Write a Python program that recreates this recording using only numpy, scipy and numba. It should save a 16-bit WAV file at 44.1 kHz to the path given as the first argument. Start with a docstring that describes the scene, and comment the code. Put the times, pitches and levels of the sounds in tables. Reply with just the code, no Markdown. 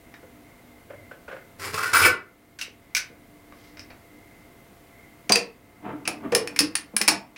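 """Over a steady room noise with a faint hum and hiss, utensils are nudged on their rack in a small kitchen.
Steel tongs are pulled off the rack with a stick-slip scrape and a few jolts, snapped open between two faint
low thuds and slid through the hand. They clink on the neck and clamp of a glass vacuum coffee maker (overtone
bursts over damped modes) while its hand-rocked upper chamber knocks and chafes in its seat; a last faint clink
follows. Kitchen reflections surround the handling, and a gain control ducks after each loud sound."""
import sys
import numpy as np
from scipy import signal
from scipy.fft import rfft, irfft
from scipy.io import wavfile
from numba import njit

SR = 44100
rng = np.random.default_rng(int(sys.argv[2]) if len(sys.argv) > 2 else 0)


def wrap_up_sound(samples):
    """Save the sound to the file named by the first command line argument, as 16-bit audio."""
    columns = np.atleast_2d(samples).T
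    # keep every value between -1 and 1, then stretch to whole-number steps
    tamed = np.clip(columns, -1, 1)
    steps = np.round(tamed * 32767).astype(np.int16)
    wavfile.write(sys.argv[1], SR, steps)


N = 325017
TIME = np.arange(N) / SR
RING = TIME[:SR // 2]  # time axis of one blow, half a second

# Room noise. Each row: frequency in Hz, level in dB.
ROOM_TONE = [(15, -38.5), (25, -2.5), (92, -1.5), (310, -2), (700, -9.5), (2050, -16.5), (5570, -26.5),
             (16000, -24)]
# Whirring bands in the room noise. Each row: centre in Hz, width at half amplitude in Hz, level in dB.
WHIR_BANDS = [(100, 15, -63.5), (245.4, 7, -63.5), (297.2, 8, -61), (2083, 180, -61)]
# Decay of the kitchen's reflections. Each row: frequency in Hz, t60 in seconds.
ROOM_T60 = [(200, 0.39), (2500, 0.25), (6000, 0.18), (14000, 0.12)]
# Tone of the reflections. Each row: frequency in Hz, level in dB.
ROOM_COLOUR = [(600, 3), (5500, 4), (10000, 6)]

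# Utensils nudged on their rack and the worktop, and two faint low thuds, perhaps footsteps or a drawer.
# Each row: start in seconds, level in dB, t60 of the rattle's envelope in seconds, strongest ring in Hz.
NUDGES = [(.23, -45, 0.09, 300), (.901, -38.5, 0.15, 575), (.932, -39.5, 0.11, 2080),
          (1.112, -36, 0.1, 1500), (1.279, -35, 0.24, 1430), (1.312, -34, 0.26, 1500),
          (1.328, -37, 0.052, 524), (1.363, -36, .08, 1480), (2.678, -51, 0.08, 403),
          (3.097, -70, 0.21, 480)]
# Pulls that slide the tongs off the rack. Each row: start in seconds, swell in seconds, t60 of the easing force
# in seconds, friction in dB, rack ring in dB, mounting rumble in dB, screech in Hz, screech in dB.
PULLS = [(1.587, 0.067, 0.36, -32.5, -48, -45.5, 2000, -40),
         (1.732, 0.018, 0.12, -34, -39.5, -39.5, 2530, -38.5),
         (1.765, 0.026, 0.18, -30.5, -25, -46, 1280, -22),
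         (1.812, 0.031, 0.49, -33.5, -31, -51.5, 1880, -34),
         (1.93, 0.011, 0.6, -15, -11, -41.5, 1400, -11.5),
         (2.013, 0.029, 0.13, -18, -10.5, -25, 2390, -6.5)]
# The tongs jolt against the rack as they slide. Each row: start in seconds, level in dB.
BUMPS = [(1.834, -25), (1.958, -14.5), (1.981, -19.5), (2.003, -16.5)]
# The tongs' arms, lock and spring, and a last faint clink.
# Each row: start in seconds, level in dB, t60 of the rattle's envelope in seconds, strongest ring in Hz.
SNAPS = [(.14, -41.5, 0.078, 1810), (2.588, -29.5, 0.14, 1570), (2.612, -21, 0.11, 2850),
         (2.949, -13.5, 0.055, 2280), (2.967, -15, 0.068, 1500), (3.523, -47, .012, 1180),
         (3.771, -41.5, .052, 5140), (3.794, -36.5, 0.026, 5040), (3.902, -43, 0.13, 4500),
         (7.361, -35.5, 0.2, 2560)]
# The tongs slide lightly through the hand. Each row: middle in seconds, level in dB, half length in seconds.
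RUSTLES = [(3.64, -60.5, 0.091)]
# The rubber seal chafes as the chamber is rocked. Each row: middle in seconds, level in dB, half length in seconds.
CHAFES = [(5.883, -34, 0.039), (6.251, -37, 0.014), (6.283, -49.5, 0.45)]
# The chamber knocks in its seat.
# Each row: start in seconds, level in dB, t60 of the wobble's envelope in seconds, strongest ring in Hz.
KNOCKS = [(5.299, -20.5, 0.21, 902), (5.303, -23.5, 0.18, 240), (5.358, -22, 0.12, 477),
          (6.078, -29, 0.081, 780), (6.323, -23.5, 0.12, 478), (6.331, -22.5, 0.046, 486),
          (6.353, -24.5, 0.23, 434), (6.606, -22.5, 0.11, 294), (6.937, -36, 0.084, 225),
          (7.009, -27.5, 0.13, 217), (7.082, -16.5, 0.037, 866), (7.12, -27.5, 0.089, 720)]
# Tongs on the glass neck and clamp. Each row: start in seconds, level in dB, high ring in dB,
# t60 of the contact chatter's envelope in seconds, strongest ring in Hz.
CLINKS = [(5.2939, -16, -8.5, 0.053, 6100), (5.321, -2, -15.5, 0.04, 4620), (5.3563, -4, -5.5, 0.029, 2570),
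          (6.053, -35.5, -22.5, 0.078, 2800), (6.0761, -13.5, -1, 0.022, 1610), (6.32, -29, -4, 0.1, 1700),
          (6.3491, -5.5, 3, 0.029, 2700), (6.474, -25, -1, 0.0047, 2630), (6.5614, -26, 0, 0.043, 2150),
          (6.5901, -2.5, -1, 0.018, 5100), (6.605, -9.5, -1.5, 0.0051, 4940),
          (6.7531, -12.5, -0.5, 0.027, 9500), (6.965, -11.5, 11.5, 0.02, 1640), (7.0135, -9, 0, 0.04, 1980),
          (7.078, -4, 1, 0.038, 2390), (7.083, 1, -3, 0.02, 1580), (7.088, -6, -1, 0.03, 7540)]

# Ringing modes of each object. Each row: frequency in Hz, level in dB, t60 in seconds.
UTENSIL_MODES = [(513, -6.5, 0.074), (1500, 3, 0.025)]
RACK_MODES = [(1163, -10, .08), (1400, 0, .07), (1443, 0, .09), (1507, 2, .09), (1637, -11, .09),
              (1760, -8, .09), (1986, -5, .1), (2175, -11, .08), (2579, -11, .14)]
BLADE_MODES = [(2326, -3, .05), (5150, -6, 0.06), (7307, -11, .07), (8370, -9, .05), (9090, -6, .05),
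               (9700, -2, .06), (10370, -7, .07), (11230, -7, .06), (12660, -7, .04), (14770, -8, .06)]
SPRING_MODES = [(1474, -6, .08), (2350, 0, 0.038), (2716, -6, 0.068), (3820, 1, 0.097), (5136, -2, 0.065),
                (5720, -2.5, 0.06), (6220, 3, 0.05)]
CHAMBER_MODES = [(199, -9.5, 0.089), (312, -1.5, .058), (486, -5, 0.045), (708, 0.5, 0.036),
                 (854, -7.5, 0.048), (1113, -10, .069)]
CLAMP_MODES = [(4750, -3, 0.069), (6100, -1.5, 0.044), (8550, -6.5, 0.061)]
TONG_MODES = [(1800, 1, 0.024), (2397, 1.5, 0.015), (2560, 8.5, 0.018), (4550, -4.5, 0.03),
              (5315, 2, 0.042), (9670, 8.5, 0.017), (11050, -2.5, 0.022)]

# Dense overtones of each object or rub. Each row: frequency in Hz, level in dB.
UTENSIL_COLOUR = [(100, -29), (350, -5.5), (550, 6), (800, -4), (1500, -1.5), (2600, -5), (4000, -17),
                  (12000, -36)]
BLADE_COLOUR = [(100, -42.5), (300, -8.5), (750, -11), (1150, 3), (2550, -4), (3500, -11), (5300, -4.5),
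                (6300, -12), (9800, -11.5), (16000, -20.5)]
RUMBLE_COLOUR = [(50, -40.5), (90, 4), (140, -5), (220, -17), (410, 0.5), (660, -16.5), (2000, -38)]
SPRING_COLOUR = [(40, -16), (200, -21.5), (800, -17.5), (1300, -11), (2300, -1.5), (2850, -6),
                 (3300, -10.5), (5900, -3.5), (6700, -13), (11000, -18.5), (16000, -26)]
RUSTLE_COLOUR = [(1000, -5), (5200, -1), (8000, -15)]
CHAMBER_COLOUR = [(80, -12.5), (210, -2.5), (370, 0.5), (490, 5), (900, -2), (2600, -11), (4000, -27.5),
                  (12000, -63)]
TONG_COLOUR = [(100, -52), (900, -5.5), (1650, -2.5), (2450, 4), (3500, -9), (5100, -1.5), (7200, -6.5),
               (9700, -9), (12000, -16), (16000, -20.5)]
# How the chamber answers at the neck, where the seal rubs. Each row: frequency in Hz, level in dB.
NECK_COLOUR = [(180, 0), (290, 7), (530, -8.5), (850, 1.5), (2400, -8)]

# How force and rattle tilt the spectrum of a blow; a negative loss brightens. 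Each row: level of a fully hard
# contact in dB, its tilt in dB per octave, tilt lost per dB below that level, tilt lost per second of rattle.
NUDGE_HARDNESS = (-31, 0.75, 0.6931, -2)
SNAP_HARDNESS = (-33, 3, 1.0755, 21.5)
KNOCK_HARDNESS = (-13.5, 0.5, 0.1871, -1.5)


def undb(db):
    """Decibels to gain."""
    return 10 ** (np.asarray(db) / 20)


def unit(x):
    """Scale to rms 1."""
    return x / np.sqrt(np.mean(x ** 2))


def along(points, hz):
    """Read (Hz, value) points on a log-frequency axis."""
    f, value = np.transpose(points)
    return np.interp(np.log(hz + 1e-9), np.log(f), value)


def bins(size):
    """Frequencies of a spectrum of this many samples, kept at 1 Hz or above."""
    return np.maximum(np.fft.rfftfreq(size, 1 / SR), 1)


def colour(x, points):
    """Shape a signal with a (Hz, dB) spectrum."""
    return irfft(rfft(x) * undb(along(points, bins(len(x)))), len(x))


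def equalise(x, db):
    """Causal minimum-phase filter with a gain in dB for each frequency bin."""
    cepstrum = irfft(np.log(undb(db)), len(x))
    cepstrum[1:] *= 2 * (np.arange(1, len(x)) < len(x) / 2)
    return irfft(rfft(x) * np.exp(rfft(cepstrum)), len(x))


def convolve(x, response):
    """Pass a signal through a response, keeping its length."""
    return signal.fftconvolve(x, response)[:len(x)]


def add(track, s, x):
    """Mix a sound in at time s."""
    i = int(s * SR)
    track[i:i + len(x)] += x[:N - i]


def fade(t60):
    """Exponential decay."""
    return np.exp(-np.log(1000) * RING / max(t60, 1e-3))


def judder(rate_hz, depth_db):
    """Gain that wanders at random between knots."""
    knots = np.arange(0, TIME[-1] + 1, 1 / rate_hz)
    return undb(depth_db * np.interp(TIME, knots, rng.standard_normal(N)[:len(knots)]))


def swells(events):
    """Level of soft rubs that rise and fall."""
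    return sum(undb(db) * np.exp(-((TIME - s) / half_s) ** 2) for s, db, half_s in events)


def slips(rate, spread_db):
    """Stick-slip friction: random clicks of uneven size, this many per second on average."""
    hits = rng.random(N) < rate / SR
    size = undb(spread_db * rng.standard_normal(N))
    return hits * size * rng.choice([-1, 1], N)


def chatter(envelope, count=3):
    """A burst of tiny recontacts that holds every frequency about equally."""
    x = rng.standard_normal(len(RING)) * envelope
    for _ in range(count):
        # flatten the spectrum, then gather the burst in time again
        flat = irfft(np.exp(1j * np.angle(rfft(x))), len(RING))
        x = flat * envelope ** (1 / 4)
    return x


def ring(modes, scatter_db=0, detune=0):
    """Damped modes; each contact point and grip shares out the energy and bends the pitches differently."""
    out = 0
    chance = rng.standard_normal((len(modes), 3))
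    for (hz, db, t60), (level, bend, polarity) in zip(modes, chance):
        tone = np.sin(2 * np.pi * hz * (1 + detune * bend) * RING)
        out = out + np.sign(polarity) * undb(db + scatter_db * level) * fade(t60) * tone
    return out


def blow(modes, overtones, chatter_s, modes_db, contact_t60=0.0053, size=256):
    """One contact: a burst of dense overtones while the parts chatter, and the modes that ring on."""
    push = 1 - fade(contact_t60)  # the contact presses in gradually
    crack = equalise(chatter(push * fade(chatter_s)), along(overtones, bins(len(RING))))
    tone = ring(modes, scatter_db=2.5, detune=.007) * push
    # balance and scale by the first few milliseconds
    y = crack / np.std(crack[:size]) + undb(modes_db) * tone / np.std(tone[:size])
    return y / np.std(y[:size])


def favour(hz, boost_db, octaves, floor):
    """Equaliser bump in dB where a contact point favours one ring, with the rest lowered."""
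    distance = np.log2(bins(len(RING)) / hz) / octaves
    return boost_db * (np.exp(-distance ** 2) - floor)


def strikes(events, modes, overtones, hardness, modes_db, centre_hz, boost_db, boost_octaves, contact_t60=0.0009):
    """Blows with one set of modes; force and rattle tilt the spectrum, the contact point favours one ring."""
    out = np.zeros(N)
    octaves = np.clip(np.log2(bins(len(RING)) / centre_hz), -2, 2)
    hard_db, hard_tilt, weak_loss, glancing_loss = hardness
    for s, db, chatter_s, ring_hz in events:
        tilt = hard_tilt - weak_loss * max(hard_db - db, 0) - glancing_loss * chatter_s
        favoured = favour(ring_hz, boost_db, boost_octaves, floor=.5)
        y = blow(modes, overtones, chatter_s, modes_db, contact_t60)
        add(out, s, undb(db) * equalise(y, tilt * octaves + favoured))
    return out


def room_noise(noise_db=-52.5):
    """Even background noise with a few narrow whirring bands that waver."""
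    out = undb(noise_db) * unit(colour(rng.standard_normal(N), ROOM_TONE))
    for hz, width, db in WHIR_BANDS:
        band = 1 / (1 + ((bins(N) - hz) / width * 2) ** 2)
        whir = irfft(rfft(rng.standard_normal(N)) * band, N)
        out = out + undb(db) * unit(whir * judder(rate_hz=5.8, depth_db=3.5))
    return out


def hum(hum_hz=686.0, hum_db=-64):
    """A faint appliance hum: one sine, almost steady in level."""
    return undb(hum_db) * unit(np.sin(2 * np.pi * hum_hz * TIME) * judder(rate_hz=11, depth_db=0.5))


def kitchen(first_s=0.0055, build_s=0.00038):
    """Reflections from worktop and tiles build up to a short noise tail that dulls as it dies."""
    f = bins(len(RING))
    noise = rfft(rng.standard_normal(len(RING))) * undb(along(ROOM_COLOUR, f))
    tail = 0
    for k, (hz, t60) in enumerate(ROOM_T60):
        # crossfaded bands, each with its own decay
        share = along([(row[0], j == k) for j, row in enumerate(ROOM_T60)], f)
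        tail = tail + irfft(noise * share, len(RING)) * fade(t60)
    return tail / np.linalg.norm(tail) * np.clip((RING - first_s) / build_s, 0, 1)


def reverberate(x, size=SR // 4):
    """Reflections whose pattern changes every quarter second, in crossfaded pieces, as the hands keep moving."""
    out, window = np.zeros(N), signal.windows.cosine(2 * size)
    for i in range(0, N - size, size):
        piece = x[i:i + 2 * size]
        add(out, i / SR, signal.fftconvolve(piece * window[:len(piece)], kitchen()))
    return out


def nudges_and_thuds():
    """Nudged utensils and two faint low thuds: soft, slow contacts that excite few modes."""
    return strikes(NUDGES, UTENSIL_MODES, UTENSIL_COLOUR, NUDGE_HARDNESS, modes_db=-0.5, centre_hz=1010,
                   boost_db=6.0, boost_octaves=.25, contact_t60=0.015)


def rustle():
    """Skin slides over steel with a faint, grainy hiss of small slips."""
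    return unit(colour(slips(rate=670, spread_db=1), RUSTLE_COLOUR)) * swells(RUSTLES)


def pull(s, swell_s, ease_t60, catch_db=-5, free_s=2.096, let_go_s=0.033):
    """Force of one pull: the steel catches, is pressed harder, then eases until the tongs come free."""
    age = TIME - s
    # catch_db holds the swell back at first; the square root starts it from nothing
    swell = undb(catch_db * np.clip(1 - age / swell_s, 0, 1)) * np.sqrt(np.clip(age / swell_s, 0, 1))
    ease = np.exp(-np.log(1000) * np.maximum(age - swell_s, 0) / ease_t60)
    let_go = np.clip(1 - (TIME - free_s) / let_go_s, 0, 1)
    return swell * ease * let_go


def drag(rack_power=1.3, rumble_power=0.24, screech_q=9.3):
    """Steel slides on steel: slips ring the blades and rack and shake its mounting; each pull has its screech."""
    grip = unit(slips(rate=1200, spread_db=2.5) * judder(rate_hz=90, depth_db=2.6))
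    friction, rack, rumble, screech = np.zeros((4, N))
    for s, swell_s, ease_t60, friction_db, rack_db, rumble_db, screech_hz, screech_db in PULLS:
        force = pull(s, swell_s, ease_t60)
        friction += undb(friction_db) * force
        # the rack's ring grows faster than the force, the mounting's rumble more slowly
        rack += undb(rack_db) * force ** rack_power
        rumble = np.maximum(rumble, undb(rumble_db) * force ** rumble_power)
        # the point of contact picks out a narrow band
        band = signal.lfilter(*signal.iirpeak(screech_hz, screech_q, fs=SR), grip)
        screech += undb(screech_db) * force ** 2 * unit(band)
    blades, bars = (r / np.linalg.norm(r) for r in (ring(BLADE_MODES), ring(RACK_MODES)))
    rasp = unit(colour(grip, BLADE_COLOUR)) * friction
    # the blades only sing out when they are pressed hard
    pressure = np.sqrt(friction / friction.max())
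    blade_song = undb(-1.0) * convolve(grip * friction * pressure, blades)
    rack_song = convolve(grip * rack, bars)
    mounting = unit(colour(grip, RUMBLE_COLOUR)) * rumble
    return rasp + screech + blade_song + rack_song + mounting


def bumps():
    """The sliding tongs jolt against the bars of the rack, which ring under the blades' overtones."""
    out = np.zeros(N)
    for s, db in BUMPS:
        add(out, s, undb(db) * blow(RACK_MODES, BLADE_COLOUR, chatter_s=0.036, modes_db=4.0))
    return out


def snaps_and_last_clink():
    """Arms, lock and spring of the tongs, and a last faint clink; weak or long rattles are duller."""
    return strikes(SNAPS, SPRING_MODES, SPRING_COLOUR, SNAP_HARDNESS, modes_db=-9.5, centre_hz=2800,
                   boost_db=9.5, boost_octaves=0.16)


def chafe():
    """The seal creeps in small slips that swell and sound the hollow chamber."""
    grip = colour(slips(rate=1200, spread_db=3.0), NECK_COLOUR)
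    body = unit(colour(grip, CHAMBER_COLOUR)) + undb(-1.5) * unit(convolve(grip, ring(CHAMBER_MODES)))
    return unit(body) * swells(CHAFES)


def chamber(low_cut_hz=110):
    """The glass chamber knocks in its seat and chafes; it is too small to radiate deep bass."""
    knocks = strikes(KNOCKS, CHAMBER_MODES, CHAMBER_COLOUR, KNOCK_HARDNESS, modes_db=1.5, centre_hz=450,
                     boost_db=10.0, boost_octaves=0.25)
    low_cut = signal.butter(2, low_cut_hz, "high", fs=SR, output="sos")
    return signal.sosfilt(low_cut, knocks + chafe())


def clinks(low_ring_db=-8, low_ring_fall=0.38, jaw_ring_db=-1.5, jaw_damping=66, clamp_db=-23.5, clamp_fall=0.86):
    """Steel jaws on glass: force sets how much the low ring speaks; the place of contact may sound the clamp."""
    out, f = np.zeros(N), bins(len(RING))
    for s, db, high_db, chatter_s, ring_hz in CLINKS:
        # a light touch sounds the jaws' low ring, a hard one skips it (fall in dB per dB of level)
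        low_db = low_ring_db - low_ring_fall * db
        contact = [(2600, low_db), (4200, 0.39), (7000, -3.7), (9600, high_db), (13500, min(high_db, 0))]
        favoured = favour(ring_hz, boost_db=7.0, octaves=0.13, floor=.25)
        # jaws that stay in contact ring less (damping in dB per second of chatter)
        jaws = blow(TONG_MODES, TONG_COLOUR, chatter_s, modes_db=jaw_ring_db - jaw_damping * chatter_s)
        jaws = equalise(jaws, along(contact, f) + favoured)
        # contacts that miss the high ring land on the clamp (fall in dB per dB of high ring)
        clamp = undb(clamp_db - clamp_fall * high_db) * ring(CLAMP_MODES, scatter_db=5.5)
        add(out, s, undb(db) * (jaws + clamp))
    return out


def scene():
    """Mix the sources, each with its own direct level and its own share of kitchen reflections."""
    nudges = nudges_and_thuds()
    scrape = drag() + bumps() + rustle()
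    snaps = snaps_and_last_clink()
    knocks = chamber()
    steel = clinks()
    direct = steel + undb(4.5) * knocks + snaps + undb(-2.5) * nudges + scrape
    reflected = undb(-4.0) * steel + undb(4.5) * knocks + undb(-0.5) * snaps
    reflected = reflected + undb(-6) * nudges + undb(-2.5) * scrape
    return (direct + reverberate(reflected) + room_noise() + hum())[None]


@njit
def follow(x, attack, release):
    """Envelope that rises fast and falls slowly."""
    out, e = np.empty(len(x)), 0.
    for i in range(len(x)):
        e += (x[i] - e) * (attack if x[i] > e else release)
        out[i] = e
    return out


def record(dry, threshold_db=-17, attack_s=0.0044, release_s=0.8, slope=0.37, ceiling=0.53, top_hz=15900):
    """Gain control ducks after loud sounds, the sharpest peaks are rounded and the top is cut."""
    envelope = follow(np.abs(dry[0]), 1 / (attack_s * SR), 1 / (release_s * SR))
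    gain = np.minimum(1, undb(threshold_db) / (envelope + 1e-9)) ** slope
    rounded = ceiling * np.tanh(dry * gain / ceiling)
    return signal.sosfilt(signal.ellip(10, .2, 70, top_hz, fs=SR, output="sos"), rounded)


dry = scene()
out = record(dry)
wrap_up_sound(out)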